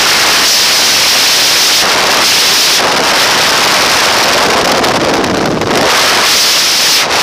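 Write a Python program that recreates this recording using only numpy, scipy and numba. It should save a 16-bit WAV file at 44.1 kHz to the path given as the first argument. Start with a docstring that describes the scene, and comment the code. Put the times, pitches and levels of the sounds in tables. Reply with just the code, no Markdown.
"""Freefall wind on a skydiver's helmet camera: eddies ring the microphone port and overload the capsule.
It opens on the hard hiss of the full stream, with a whoosh at 0.6 s as the head turns. The port ducks
into the body's wake around 2 s, comes out, and sinks back at 2.8 s. Eddies there are large and slow, so
the rush breaks up into a buffeting rumble, deepest from 5.3 to 5.7 s. By 6.3 s the hard hiss is back,
and a last quick whoosh at 7 s drops into a duller rush."""
import sys
import numpy as np
from scipy import signal
from scipy.fft import rfft, irfft
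from scipy.io import wavfile
from numba import njit

SR = 44100
rng = np.random.default_rng(int(sys.argv[2]) if len(sys.argv) > 2 else 0)


def generate_wav(signal):
    """Clip the signal to [-1, 1] and save it as 16-bit WAV at the path in sys.argv[1]."""
    frames = np.transpose(np.atleast_2d(signal))
    scaled = np.clip(frames, -1, 1) * 32767
    pcm = np.round(scaled).astype(np.int16)
    wavfile.write(sys.argv[1], SR, pcm)


N = 318402

# air at the port as the head turns: (time [s], base eddy rate [Hz], base push [dB re capsule overload])
AIRFLOW = [(0.435, 1720, 2.5), (0.475, 4540, 1), (0.6, 2700, 0.5), (1.4, 2650, 1.5), (1.8, 3180, 1),
           (1.85, 1190, 1), (2.2, 1260, 3), (2.28, 2500, 2), (2.765, 2740, 1), (2.805, 960, 1.5),
           (3.0, 746, 1.5), (3.06, 1170, 2), (3.7, 1350, 2.5), (4.22, 1160, 2.5), (4.4, 835, 4),
           (4.9, 535, 2.5), (5.3, 303, 2), (5.7, 252, 2), (5.82, 597, 4), (6.0, 1490, 3), (6.22, 1220, 2),
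           (6.31, 2800, 2.5), (6.76, 3280, -3.5), (6.87, 2650, 1.5), (6.955, 3400, 2), (6.985, 2090, -0.5),
           (7.05, 1300, -2), (7.2, 1360, 1)]
# the big gusts (+) and lulls (-) in the wake: (centre [s], half length [s], air speed change [dB])
GUSTS_AND_LULLS = [(3.223, 0.043, 5.5), (4.633, 0.015, -7), (4.72, 0.008, 10), (4.819, 0.021, -7.5),
                   (4.839, 0.024, 7), (4.933, 0.015, -7.5), (4.963, 0.027, 2.5), (4.991, 0.011, -8),
                   (5.143, 0.012, 6), (5.242, 0.0064, 10), (5.301, 0.0076, 6.5), (5.324, 0.019, -2.5),
                   (5.371, 0.0046, 4), (5.434, 0.0082, 4), (5.459, 0.005, 11), (5.491, 0.014, -7),
                   (5.542, 0.018, -7), (5.599, 0.018, -6.5), (5.615, 0.0065, 7.5), (5.647, 0.017, -5),
                   (5.673, 0.0023, 6), (5.711, 0.012, 6), (5.757, 0.012, 4), (5.775, 0.0029, 7),
                   (7.078, 0.049, -7.5)]
# quick head turns let clean air over the case edge: (centre [s], half length [s], vortex tone lift [dB])
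HEAD_WHOOSHES = [(0.563, 0.21, 3.5), (6.993, 0.08, 11)]
# tone colour of the camera case: (frequency [Hz], gain [dB])
CASE_EQ = [(30, -0.5), (100, -1.5), (250, -1.5), (600, 0), (1500, 0), (3000, 0.5), (5000, -1), (7500, -1.5),
           (11000, -2), (15000, -1.5)]

OPEN_HZ, WAKE_HZ, STALL_HZ = 3270, 990, 550  # eddy rate: full stream, behind the body, shedding stalled


def wind(sway_db=0.75, open_buffet_db=2.0, wake_buffet_db=3.5, open_flutter_db=0.5, deep_flutter_db=1.14):
    """The stream: its speed sets both how fast the eddies pass and how hard they push."""
    t = np.arange(N) / SR
    times, rates_hz, pushes_db = np.transpose(AIRFLOW)
    mean_hz = np.exp(np.interp(t, times, np.log(rates_hz)))
    wake, deep = shelter(mean_hz, OPEN_HZ, WAKE_HZ), shelter(mean_hz, WAKE_HZ, STALL_HZ)
    mean_hz *= undb(sway_db * (1 - deep) * wander(hz=7))  # the head sways a little in the stream
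    whoosh_db = swells(t, HEAD_WHOOSHES)
    jitter = wander(hz=130)
    surges = jitter + 0.06 * (jitter ** 2 - 1)  # brief surges outweigh the slack between them
    buffet_db = (open_buffet_db * (1 - wake) + wake_buffet_db * wake) * surges
    buffet_db *= undb(-whoosh_db)  # the clean air of a whoosh buffets less
    flutter_db = (open_flutter_db * (1 - deep) + deep_flutter_db * deep) * wander(hz=30)
    gust_db = swells(t, GUSTS_AND_LULLS) + flutter_db
    rush = eddies(mean_hz * undb(gust_db + buffet_db), wake)
    # even shedding needs clean air: it fades in the wake and stalls deep inside it
    tone_gain = undb(-8 - 10 * wake + whoosh_db) * (1 - deep)
    tone = vortex_tone(1.2 * mean_hz * undb(gust_db + 0.26 * buffet_db))
    push_db = np.interp(t, times, pushes_db) - 1.36 * wake + 0.44 * gust_db + 0.052 * wake * buffet_db
    pressure = (rush + tone_gain * tone) * undb(push_db)
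    hiss = suit_hiss()
    return pressure + undb(-5) * wake * spits(pressure) + hiss


def eddies(hz, wake, stream_damping=1.55, wake_damping=1.0, stream_lows=0.6, wake_lows=0.65):
    """The body of the rush: passing eddies make a hump of noise at their rate, narrower in the wake."""
    noise = rng.standard_normal(N) * np.sqrt(SR / hz)
    pressure = 0
    for damping, lows, share in ((stream_damping, stream_lows, 1 - wake), (wake_damping, wake_lows, wake)):
        low, band = svf(noise, hz, damping)
        soft, edge = svf(band + lows * low, hz * 5.5, damping=2.)  # the finest eddies die out soonest
        pressure = pressure + share * unit(soft + edge)
    return pressure


def vortex_tone(hz):
    """Vortices peel off the case edge fairly evenly: a hollow, airy pitch that rides the air speed."""
    noise = rng.standard_normal(N) * np.sqrt(SR / hz)
    _, band = svf(noise, hz, damping=0.62)
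    return unit(band)


def spits(pressure, threshold=1.74):
    """Under strong suction the flow tears off the port and spits a burst of fine turbulence."""
    tear = np.clip(-pressure - threshold, 0, 1)
    return tear * noise_band(hz=3200., damping=1.5)


def port(pressure, ring_hz=5440, width_hz=1360):
    """The air in the microphone port rings at one pitch and lets little through above it."""
    s = 1j * np.arange(N // 2 + 1) * SR / N / ring_hz
    return irfft(rfft(pressure) / (s * s + s * width_hz / ring_hz + 1), N)


def capsule(pressure, bias=0.63, give=0.12, give_hz=600., give_limit=2.6):
    """The crunch: the diaphragm runs into its limits, sooner on one side than on the other."""
    oversampled = signal.resample_poly(pressure, 2, 1)
    clipped = signal.resample_poly(np.tanh(oversampled + bias) - np.tanh(bias), 1, 2)
    # slow swings of pressure bend it somewhat further than fast ones
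    low, band = svf(pressure, np.full(N, give_hz), damping=1.5)
    return clipped + give * give_limit * np.tanh((low + band) / give_limit)


def camera(x, bass_cut_hz=230, trim_db=-5.5):
    """The camera thins the bass gently and adds the colour of its case."""
    f = np.arange(N // 2 + 1) * SR / N
    hz, db = np.transpose(CASE_EQ)
    colour = undb(trim_db + np.interp(np.log(f + 1), np.log(hz), db))
    bass_cut = 1j * f / (1j * f + bass_cut_hz)
    return irfft(rfft(x) * colour * bass_cut, N)


def suit_hiss():
    """Air tearing past suit and helmet lays a bed of hiss, even when the port is sheltered."""
    return undb(-26) * rng.standard_normal(N)


def high_hiss():
    """A faint, steady high hiss, added after the port, evens out the top."""
    return undb(-36) * noise_band(hz=7500., damping=1.0)


def shelter(hz, outer_hz, inner_hz):
    """Slow air is sheltered air: 0 at the outer eddy rate, 1 at the inner."""
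    return np.clip(np.log(outer_hz / hz) / np.log(outer_hz / inner_hz), 0, 1)


def swells(t, rows):
    """A curve in dB with one smooth swell or dip for each row."""
    return sum(db * np.cos(np.pi / 2 * np.clip((t - centre) / half, -1, 1)) ** 2
               for centre, half, db in rows)


def wander(hz):
    """Smooth random modulation at rms 1, moving up to about hz, with drift below 4 Hz rolled off."""
    f = np.arange(N // 2 + 1) * SR / N
    smooth = rfft(rng.standard_normal(N)) / np.sqrt(1 + (f / hz) ** 4)
    return unit(irfft(smooth * f / (f + 4), N))


def noise_band(hz, damping):
    """Steady band-passed noise at rms 1."""
    _, band = svf(rng.standard_normal(N), np.full(N, hz), damping)
    return unit(band)


@njit
def svf(x, hz, damping):
    """Sweepable state-variable filter: low-pass and band-pass outputs."""
    low, band = np.empty(len(x)), np.empty(len(x))
    low_state, band_state = 0., 0.
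    for i in range(len(x)):
        g = np.tan(np.pi * min(hz[i], .4 * SR) / SR)
        band[i] = (band_state + g * (x[i] - low_state)) / (1 + g * (g + damping))
        low[i] = low_state + g * band[i]
        band_state, low_state = 2 * band[i] - band_state, 2 * low[i] - low_state
    return low, band


def unit(x):
    """Scale to rms 1."""
    return x / x.std()


def undb(db):
    """Decibels to gain."""
    return 10 ** (np.asarray(db) / 20)


def scene():
    """Wind through the port over a faint high hiss: one microphone, the same in both channels."""
    return np.tile(port(wind()) + high_hiss(), (2, 1))


def record(dry):
    """Overloaded capsule, camera colour and a steep cut at the top."""
    x = camera(capsule(dry[0]))
    top_cut = signal.firwin(501, cutoff=15380, window="blackman", fs=SR)
    return np.tile(signal.fftconvolve(x, top_cut, "same"), (2, 1))


dry = scene()
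out = record(dry)
generate_wav(out)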